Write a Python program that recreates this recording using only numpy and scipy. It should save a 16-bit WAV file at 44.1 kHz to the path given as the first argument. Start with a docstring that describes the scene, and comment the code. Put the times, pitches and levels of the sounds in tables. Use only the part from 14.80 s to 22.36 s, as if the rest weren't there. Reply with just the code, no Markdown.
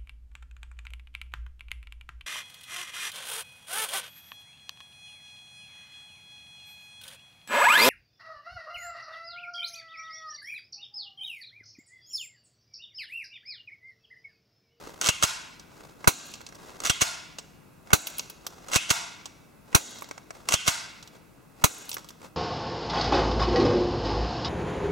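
"""Four sharp snaps of a spring air pistol, each after a rasp, a knock and a slam of its slide, in a large shop.
The pistol fires close to the microphone into a speed meter's funnel, which rings with each puff of air.
Shaped noise makes the rasps, blows and rustles; damped sines make the funnel's ring and the low thumps.
Between shots hands click on plastic and sleeves rustle; the hall answers and ventilation rumbles behind.
The recorder's gain drops at each loud blow and creeps back, uncovering the hall's tail."""
import sys
import numpy as np
from scipy import signal
from scipy.fft import rfft, irfft, next_fast_len
from scipy.io import wavfile
from scipy.ndimage import uniform_filter1d

SR = 44100
rng = np.random.default_rng(int(sys.argv[2]) if len(sys.argv) > 2 else 0)


def unload_wav(signal):
    """Save mono or channel-first audio to the path in sys.argv[1] as 16-bit WAV at rate SR, clipped to [-1, 1]."""
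    wavfile.write(
        sys.argv[1],
        SR,
        np.round(np.clip(np.atleast_2d(signal).T, -1, 1) * 32767).astype(np.int16),
    )


N = 333396
TIME = np.arange(N) / SR
CATCH_GAP_S = .009  # three catches snap over in a row
AIR_DB = -54
CUTOFF_HZ = 16000

# Shots: (time [s], level [dB], air puff re level [dB])
SHOT_EVENTS = [(1.2736, 7, 0), (3.1307, 7, -2.5), (4.9472, 7.5, -5), (6.8389, 5, -12)]
# The slide unlatches: (time [s], level [dB])
UNLATCH_EVENTS = [(.213, -18), (2.0025, -30), (3.884, -34.5), (5.6874, -15.5)]
# The slide starts to rasp back towards its stop: (time [s], level [dB])
RASP_STARTS = [(.214, -28.5), (2.036, -29), (3.916, -27.5), (5.687, -29)]
# First of a run of catches as the piston engages: (time [s], level [dB])
CATCH_EVENTS = [(.2525, -21.5), (2.053, -20), (3.9332, -19), (5.722, -18)]
# The slide hits its back stop: (time [s], level [dB], pitch of the compressed spring [Hz])
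STOP_EVENTS = [(.2875, -10, 2750), (2.097, -10.5, 3270), (3.958, -7.5, 2610), (5.7379, -9.5, 3190)]
# The slide slams home: (time [s], level [dB])
SLAM_EVENTS = [(0.4312, -11.5), (2.2135, -11.5), (4.102, -11), (5.8755, -11.5)]
# The hand lets go of the slide after each slam: (time [s], level [dB])
RELEASE_EVENTS = [(.796, -42), (2.585, -29), (4.4565, -31.5), (6.2265, -40.5)]
# The trigger takes up just before each shot: (time [s], level [dB])
TRIGGER_EVENTS = [(1.2432, -37), (3.104, -40), (3.115, -44), (4.928, -42), (6.821, -48.5)]
# Hard ticks, mostly of the pellet bouncing about after a shot:
# (time [s], level [dB], treble re level before an offset [dB])
TICK_EVENTS = [(1.538, -33, -19), (1.665, -37, -34), (3.2697, -21, 2), (3.382, -33, 10.5),
               (3.394, -26, -24), (3.498, -41, 5), (3.666, -29.5, 0), (6.275, -44.5, -5), (7.092, -33, 5.5),
               (7.115, -29.5, -29), (7.129, -32, -3), (7.142, -32, 6.5), (7.288, -39, -1)]
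# Dull knocks of the hands on the plastic: (time [s], level [dB])
KNOCK_EVENTS = [(1.606, -43), (1.691, -52), (1.724, -43), (3.072, -43.5), (3.665, -36), (5.221, -34),
                (5.311, -31), (5.378, -36), (5.506, -33.5), (5.551, -45), (7.1675, -30), (7.416, -45)]
# Sleeves shift as the hands change grip: (time [s], half length [s], level [dB])
SLEEVE_RUSTLES = [(.058, 0.12, -45), (1.04, 0.14, -53.5), (1.88, 0.13, -47), (3.8, 0.22, -52.5),
                  (5.583, 0.054, -50.5), (6.355, .025, -54.5), (7.445, 0.042, -47)]
# Low echoes from the far walls: (delay [s], level after a shot [dB], level after a slam [dB])
WALL_ECHOES = [(.056, -32, -41.5), (0.139, -40, -65), (.202, -51, -51)]

# Funnel modes struck by the puff: (frequency [Hz], t60 [s], level [dB], right side [dB], right side lag [s])
FUNNEL_PUFF_MODES = [(338, .03, -12.5, 1.5, 0.00056), (430, 0.033, -19.5, -2, 0.0092),
                     (640, .035, -18, -1.5, 0.0059), (810, 0.027, -22, 1, 0.007),
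                     (1120, .025, -14.5, -4.5, 0), (1480, 0.034, -1, 6, 0)]
# Low modes of a thump: (frequency [Hz], t60 [s], level [dB], right side [dB], right side lag [s])
LOW_THUMP_MODES = [(90, 0.017, 1.5, 0, 0.0013), (220, 0.016, -1, 1.5, 0.000084)]
# Broad resonances of the funnel: (frequency [Hz], width [Hz], level [dB])
FUNNEL_RESONANCES = [(1000, 140, 1), (1320, 330, 0), (2230, 280, 3), (2650, 160, -1.5), (3990, 150, 7),
                     (5870, 200, 7), (7800, 250, -3)]
# Resonances and hollows of the slide and body: (frequency [Hz], width [Hz], level [dB])
SLIDE_RESONANCES = [(660, 87, 0.5), (956, 64, 3), (1135, 170, 3.5), (1410, 140, 0.5), (2260, 160, 6.5),
                    (2830, 980, 5), (3300, 150, 1.5), (5420, 58, -8), (5690, 360, 5), (6380, 270, 2),
                    (7860, 200, 4.5)]
# Narrow hollows of the microphone housing: (frequency [Hz], width [Hz], level [dB])
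HOUSING_HOLLOWS = [(1794, 130, -7.5), (2352, 120, -9.5), (3045, 70, -10.5)]

# Shot close by: (frequency [Hz], relative density [dB per Hz])
SHOT_NEAR_SPECTRUM = [(180, -35.5), (300, 1.5), (634, -2.5), (1390, 0.5), (1870, -7.5), (2520, 0.5),
                      (3080, -8), (4230, -6.5), (5250, -12.5), (6300, -3), (7570, -7.5), (14700, -11),
                      (16000, -8.5)]
# Shot out in the hall: (frequency [Hz], relative density [dB per Hz])
SHOT_HALL_SPECTRUM = [(120, -46), (200, -3.5), (273, -1.5), (519, -7.5), (791, -3.5), (1060, -9.5),
                      (1590, -2.5), (1770, -8), (3490, -9.5), (3830, -5), (5230, -10), (6880, 0),
                      (16000, -24.5)]
# Slide close by: (frequency [Hz], relative density [dB per Hz])
SLIDE_NEAR_SPECTRUM = [(180, -17), (300, -9.5), (701, -4.5), (842, -9.5), (1410, -1), (1780, -7.5),
                       (2140, -6.5), (2400, -12), (2700, -5.5), (3130, -7.5), (5250, -8.5), (6520, -4.5),
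                       (16000, -22.5)]
# Pull and stop out in the hall: (frequency [Hz], relative density [dB per Hz])
PULL_HALL_SPECTRUM = [(240, -73.5), (400, -28), (496, -22.5), (570, -23.5), (1030, -12.5), (1510, -9),
                      (1790, -13), (2090, -7), (2750, -4), (3070, -5), (4510, -15), (6540, -9.5),
                      (16000, -25.5)]
# Slam out in the hall: (frequency [Hz], relative density [dB per Hz])
SLAM_HALL_SPECTRUM = [(240, -53.5), (400, -16.5), (553, -24.5), (626, -5), (839, -8.5), (906, 0),
                      (1270, -8), (1420, 0.5), (1790, -5), (2550, -5), (3070, -8), (6640, -5.5),
                      (16000, -16.5)]
# Cloth of the sleeves: (frequency [Hz], relative density [dB per Hz])
SLEEVE_SPECTRUM = [(150, -10.5), (350, -1.5), (1300, -6), (3000, -16), (7000, -18), (15000, -29)]
# Ventilation: (frequency [Hz], relative density [dB per Hz])
AIR_SPECTRUM = [(15, -26), (25, -14.5), (49, -8), (72, -11), (166, -4.5), (242, -9), (301, -7.5),
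                (384, -15), (439, -12.5), (607, -16.5), (1330, -20), (2110, -26.5), (2280, -35),
                (3080, -33.5), (16000, -35.5)]

# Left-right likeness of close sounds: (frequency [Hz], likeness [-1..1])
NEAR_ALIKE = [(100, -0.67), (400, -0.68), (900, 0.045), (1400, -0.35), (2200, 0.58), (3300, 0.32),
              (4200, 0.79), (6600, 0.99), (7800, 0.54), (9500, 0.25), (15000, -0.31)]
# Left-right likeness of the hall: (frequency [Hz], likeness [-1..1])
HALL_ALIKE = [(250, 0.66), (600, 0.31), (1500, 0.27), (3300, 0.74), (4200, 0.87), (6600, 1), (7800, 0.3),
              (9500, -0.31), (15000, 0.21)]
# Left-right likeness of the background: (frequency [Hz], likeness [-1..1])
AIR_ALIKE = [(45, 0.97), (150, 0.5), (500, 0.13), (1200, 0.4), (2200, 0.47), (5500, 0.55), (9000, 0.62),
             (15000, .35)]
# Balance of close sounds: (frequency [Hz], left minus right [dB])
NEAR_PAN = [(300, 0), (700, 4.5), (1300, -7.5), (3000, -3), (4500, -1.5), (8000, 0.2), (11000, 2),
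            (15000, -1.5)]
# Balance of the background: (frequency [Hz], left minus right [dB])
AIR_PAN = [(50, 2), (200, 4.5), (600, 1.5), (2000, -3.5), (5000, 0.5)]
# Reverberation time of the hall: (frequency [Hz], t60 [s])
HALL_DECAY = [(200, 0.75), (800, 0.74), (2500, 0.9), (6000, 0.63), (9000, 0.49), (14000, 0.2)]


def shots(near, hall, crack_s=0.0017, crack_db=-1, rattle_db=-10, ring_db=-27, hall_db=-26):
    """The air puff rings the funnel, the piston cracks home, and spring and casing rattle on briefly."""
    s, db, puff_db = np.transpose(SHOT_EVENTS)
    crack = blows(s + crack_s, db + crack_db, t60=0.011, rise=0.00052, hold=0.0039)
    rattle = blows(s, db + rattle_db, t60=0.073, rise=0.0045, hold=0.007)
    ring = blows(s, db + ring_db, t60=0.2, rise=.004, hold=0.0064)
    force = np.sqrt(crack ** 2 + rattle ** 2 + ring ** 2)
    puff = swings(FUNNEL_PUFF_MODES, zip(s, db + puff_db))
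    close = colour(force * near, SHOT_NEAR_SPECTRUM, FUNNEL_RESONANCES) + puff
    return close + from_db(hall_db) * in_hall(force, SHOT_HALL_SPECTRUM, hall)


def fine_ticks(near, level_db=-46, fade_db_per_s=25, span_s=0.28, count=43):
    """Tiny bright ticks trail each shot while the loose parts settle."""
    age = span_s * rng.random((len(SHOT_EVENTS), count))
    times = np.array(SHOT_EVENTS)[:, :1] + age
    db = level_db - fade_db_per_s * age + rng.normal(0, 7.4, age.shape)
    force = blows(times.ravel(), db.ravel(), t60=.03, rise=.0005, hold=.0005, count=SR // 20)
    return force * band(near, 6000, 15500)


def slide_rub(return_s=0.0066, return_db=-11):
    """Friction grows along the pull, then swells as the slide gathers speed on its way home."""
    rub = np.zeros(N)
    for (start, rasp_db), (stop, _, _), (slam, slam_db) in zip(RASP_STARTS, STOP_EVENTS, SLAM_EVENTS):
        rub += from_db(rasp_db) * np.interp(TIME, [start, stop], [.5, 1], left=0, right=0)
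        swell = np.exp(-np.minimum(abs(TIME - slam) / return_s, 20)) * (TIME < slam)
        rub += from_db(slam_db + return_db) * swell
    return rub * flutter(rate=450, depth_db=5.5)


def slide(near, hall, pull_hall_db=-15, slam_hall_db=-10):
    """The slide unlatches, rasps back over its catches to the stop, then runs forward and slams shut."""
    snaps = UNLATCH_EVENTS + [(s + k * CATCH_GAP_S, db) for s, db in CATCH_EVENTS for k in range(3)]
    catches = blows(*np.transpose(snaps), t60=0.025, rise=0.00028, hold=0.00043)
    stops = blows(*np.transpose(STOP_EVENTS)[:2], t60=0.052, rise=0.00045, hold=0.0018)
    slams = blows(*np.transpose(SLAM_EVENTS), t60=0.059, rise=0.0035, hold=0.0035)
    pull = np.sqrt(slide_rub() ** 2 + catches ** 2 + stops ** 2)
    force = np.hypot(pull, slams) * flutter(rate=1500, depth_db=2.0)
    close = colour(force * near, SLIDE_NEAR_SPECTRUM, SLIDE_RESONANCES)
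    pull_hall = from_db(pull_hall_db) * in_hall(pull, PULL_HALL_SPECTRUM, hall)
    slam_hall = from_db(slam_hall_db) * in_hall(slams, SLAM_HALL_SPECTRUM, hall)
    return close + pull_hall + slam_hall


def spring(ring_db=0.0, shiver_db=-31, width_hz=300, sing_hz=2285, sing_db=-39):
    """The compressed spring shivers at each pull's own pitch after the stop, and sings thinly after the slam."""
    noise = stereo_noise(HALL_ALIKE)
    broad = from_db(shiver_db) * band(noise, 1640, 4500)
    shiver = 0
    for s, db, hz in STOP_EVENTS:
        pitched = from_db(ring_db) * band(noise, hz - width_hz / 2, hz + width_hz / 2)
        shiver = shiver + blows([s], [db], t60=0.17, rise=.003, hold=0.011) * (broad + pitched)
    sing = blows(*np.transpose(SLAM_EVENTS), t60=1.9, rise=.005, hold=.005, count=2 * SR)
    return shiver + from_db(sing_db) * sing * np.sin(2 * np.pi * sing_hz * TIME)


def thumps(soft_hz=700, apart_hz=90, alike_db=3.5, boom_db=-36):
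    """Every big blow brings a heavily damped low swing; shots and slams are followed by low echoes.

    The room booms briefly after a shot."""
    events = shifted(SHOT_EVENTS, delay_s=.004, gain_db=6.5)
    events += shifted(STOP_EVENTS, delay_s=0.0024, gain_db=4.0)
    events += shifted(SLAM_EVENTS, delay_s=.0065, gain_db=3.5)
    for delay, shot_db, slam_db in WALL_ECHOES:
        events += [(s + delay, shot_db) for s, *rest in SHOT_EVENTS]
        events += [(s + delay, slam_db) for s, _ in SLAM_EVENTS]
    soften = signal.butter(2, soft_hz, fs=SR, output="sos")
    left, right = signal.sosfilt(soften, swings(LOW_THUMP_MODES, events))
    # the deepest bass reaches both sides alike
    side = signal.sosfiltfilt(signal.butter(1, apart_hz, "high", fs=SR, output="sos"), left - right)
    thump = (from_db(alike_db) * (left + right) + side * np.array([[1], [-1]])) / 2
    boom_force = blows(*np.transpose(shifted(SHOT_EVENTS, 0, boom_db)), t60=.35, rise=.01, hold=.02)
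    return thump + boom_force * band(stereo_noise(AIR_ALIKE), 40, 220)


def handling(near, hall, hall_db=-15):
    """Small hard contacts; each kind has its own mix of lows, middle and treble."""
    bands = band(near, 320, 2000), band(near, 2100, 7400), band(near, 9500, 15000)

    def contacts(events, low_db, middle_db, high_db, t60):
        """One kind of contact: the same blows drive three bands of noise."""
        s, db = np.transpose(events)[:2]
        parts = zip((low_db, middle_db, high_db), bands)
        return sum(blows(s, db + part_db, t60, rise=0.00043, hold=0.00068) * noise for part_db, noise in parts)

    treble_db = np.array(TICK_EVENTS)[:, 2] + 4.5
    ticks = contacts(TICK_EVENTS, low_db=1, middle_db=5, high_db=treble_db, t60=0.04)
    knocks = contacts(KNOCK_EVENTS, low_db=13.0, middle_db=1.5, high_db=-13, t60=0.027)
    releases = contacts(RELEASE_EVENTS, low_db=6.5, middle_db=5, high_db=-9, t60=0.046)
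    triggers = contacts(TRIGGER_EVENTS, low_db=19, middle_db=3, high_db=-11.5, t60=.04)
    faint = contacts(fidgets(), low_db=11.5, middle_db=6, high_db=-1.5, t60=.03)
    clicks = colour(ticks + knocks + releases + triggers + faint, [(1, 0)], SLIDE_RESONANCES)
    return clicks + from_db(hall_db) * signal.fftconvolve(clicks[:1], hall[0], axes=1)[:, :N]


def fidgets(level_db=-45, spread_db=3, after_s=.2, span_s=0.32, count=5):
    """Faint random contacts while the grip loosens after each shot: rows of (time [s], level [dB])."""
    return [(s + after_s + span_s * rng.random(), level_db + spread_db * rng.standard_normal())
            for s, *rest in SHOT_EVENTS for k in range(count)]


def sleeves(pull_s=0.032, pull_db=-41.5, squeeze_lead_s=.022, squeeze_s=0.05, squeeze_db=-53):
    """Cloth rustles at each change of grip, with each pull and as the trigger is squeezed."""
    pulls = [(catch_s - pull_s / 2, pull_s, pull_db) for catch_s, _ in CATCH_EVENTS]
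    squeezes = [(s - squeeze_lead_s, squeeze_s, squeeze_db) for s, *rest in SHOT_EVENTS]
    swell = np.zeros(N)
    for at, length, db in SLEEVE_RUSTLES + pulls + squeezes:
        swell += from_db(db) * np.exp(-np.minimum(((TIME - at) / length) ** 2, 20))
    return colour(swell * flutter(rate=230, depth_db=4) * stereo_noise(HALL_ALIKE), SLEEVE_SPECTRUM)


def hall_response(build_s, uneven_db=1.8, count=SR):
    """Dense reflections that build up, then decay at a rate that depends on frequency."""
    t = np.arange(count) / SR
    hz = np.fft.rfftfreq(count, 1 / SR)
    noise = rfft(stereo_noise(HALL_ALIKE, count=count))
    centres = np.array(HALL_DECAY)[:, 0]
    response = 0
    # each row of shares picks one band that fades into its neighbours
    for share, (_, t60) in zip(np.eye(len(centres)), HALL_DECAY):
        band_noise = irfft(noise * at_hz(np.c_[centres, share], hz), count)
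        response = response + band_noise * np.exp(-np.log(1000) * t / t60)
    response = response * (1 - np.exp(-t / build_s)) * flutter(rate=110, depth_db=uneven_db)[:count]
    return response / np.sqrt(np.sum(response ** 2) / 2)


def in_hall(force, spectrum, hall):
    """A noisy blow radiates in several directions; each comes back through its own reflections."""
    back = 0
    for path in hall:
        back = back + signal.oaconvolve(force * rng.standard_normal((1, N)), path, axes=1)[:, :N]
    return colour(back / np.sqrt(len(hall)), spectrum)


def shop_air():
    """Ventilation rumble: steady coloured noise with a few resonances and a hollow."""
    resonances = [(20, 18, -9.5), (162, 6.9, 1.5), (2560, 430, 12)]  # (Hz, width Hz, dB)
    return from_db(AIR_DB) * colour(stereo_noise(AIR_ALIKE, AIR_PAN), AIR_SPECTRUM, resonances)


def blows(times, levels_db, t60, rise, hold, count=SR // 3):
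    """Force of contacts: each rises, holds while the parts chatter, and dies away (all in s)."""
    power = np.zeros(N + count)
    t = np.arange(count) / SR
    for s, db in zip(times, levels_db):
        decay_db = 60 * np.maximum(t - rise - hold, 0) / t60
        shape = np.minimum(t / rise, 1) * from_db(db - decay_db)
        power[int(s * SR):int(s * SR) + count] += shape ** 2
    return np.sqrt(power[:N])


def swings(modes, events, count=SR // 10):
    """Damped modes struck at each event; they push the two sides in opposite directions."""
    out = np.zeros((2, N))
    t = np.arange(count) / SR

    def swing(hz, t60, age):
        """One damped sine."""
        return np.sin(2 * np.pi * hz * age) * np.exp(-np.log(1000) * age / t60)

    shape = np.zeros((2, count))
    for hz, t60, db, right_db, lag in modes:
        left = swing(hz, t60, t)
        right = -from_db(right_db) * swing(hz, t60, np.maximum(t - lag, 0))
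        shape += from_db(db) * np.array([left, right])
    for s, db in events:
        out[:, int(s * SR):int(s * SR) + count] += from_db(db) * shape
    return out


def shifted(events, delay_s, gain_db):
    """The same events a little later, at another level."""
    return [(s + delay_s, db + gain_db) for s, db, *rest in events]


def flutter(rate, depth_db):
    """A gain that wanders at random between knots, rate of them a second."""
    knots = rng.standard_normal(N // 20)
    return from_db(depth_db * np.interp(TIME * rate, np.arange(len(knots)), knots))


def stereo_noise(likeness, balance=((1, 0),), count=N):
    """White noise whose likeness and balance between the sides depend on frequency."""
    size = next_fast_len(count, True)
    hz = np.fft.rfftfreq(size, 1 / SR)
    mid, side = rfft(rng.standard_normal((2, size)))
    alike = np.clip(at_hz(likeness, hz), -1, 1)
    sides = np.array([[1], [-1]])
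    pan = from_db(sides * at_hz(balance, hz) / 2)
    both = np.sqrt(1 + alike) * mid + sides * np.sqrt(1 - alike) * side
    return irfft(both * pan / np.linalg.norm(pan, axis=0), size)[:, :count]


def colour(x, spectrum, resonances=(), size=4096):
    """Causal filter of unit power with a broad spectrum and ringing resonances."""
    hz = np.fft.rfftfreq(size, 1 / SR)
    gain = from_db(np.maximum(at_hz(spectrum, hz), -70) + bumps_db(resonances, hz))
    # folding the cepstrum forward in time gives minimum phase
    cepstrum = irfft(np.log(gain))
    response = irfft(np.exp(rfft(cepstrum * (1 + np.sign(np.fft.fftfreq(size))))))
    return signal.oaconvolve(x, response[None] / np.linalg.norm(response), axes=1)[:, :N]


def bumps_db(resonances, hz):
    """Summed bell curves of resonances and hollows."""
    return sum(db / (1 + (2 * (hz - centre) / width) ** 2) for centre, width, db in resonances)


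def band(x, low_hz, high_hz):
    """Butterworth band-pass."""
    return signal.sosfilt(signal.butter(2, [low_hz, high_hz], "band", fs=SR, output="sos"), x)


def at_hz(points, hz):
    """Read a table on a log-frequency axis."""
    points = np.array(points)
    return np.interp(np.log(np.maximum(hz, 1)), np.log(points[:, 0]), points[:, 1])


def from_db(db):
    """Decibels to gain."""
    return 10 ** (np.asarray(db) / 20)


def scene():
    """Gun and hands near the microphone, the shop around them."""
    near = stereo_noise(NEAR_ALIKE, NEAR_PAN)
    hall = [hall_response(build_s=0.0021) for path in range(3)]
    gun = shots(near, hall) + fine_ticks(near) + slide(near, hall) + spring() + thumps()
    return gun + handling(near, hall) + sleeves() + shop_air()


def gain_control(x, threshold_db=-16, slope=0.57, release_db_per_s=65, size=110):
    """The gain drops at once on a loud blow and creeps back at a steady rate."""
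    power = uniform_filter1d(np.mean(x ** 2, axis=0), size)
    level_db = 10 * np.log10(np.maximum(power, 1e-12))
    cut_db = slope * np.maximum(level_db - threshold_db, 0)
    recovery_db = release_db_per_s * TIME
    held_db = np.maximum.accumulate(cut_db + recovery_db) - recovery_db
    return x * from_db(-uniform_filter1d(held_db, size))


def record(dry):
    """The microphone housing cuts narrow hollows; gain control, rounded peaks and the top cut follow."""
    held = gain_control(colour(dry, [(1, 0)], HOUSING_HOLLOWS))
    top_cut = signal.ellip(10, .3, 80, CUTOFF_HZ, fs=SR, output="sos")
    return signal.sosfilt(top_cut, np.tanh(held))


dry = scene()
out = record(dry)
unload_wav(out)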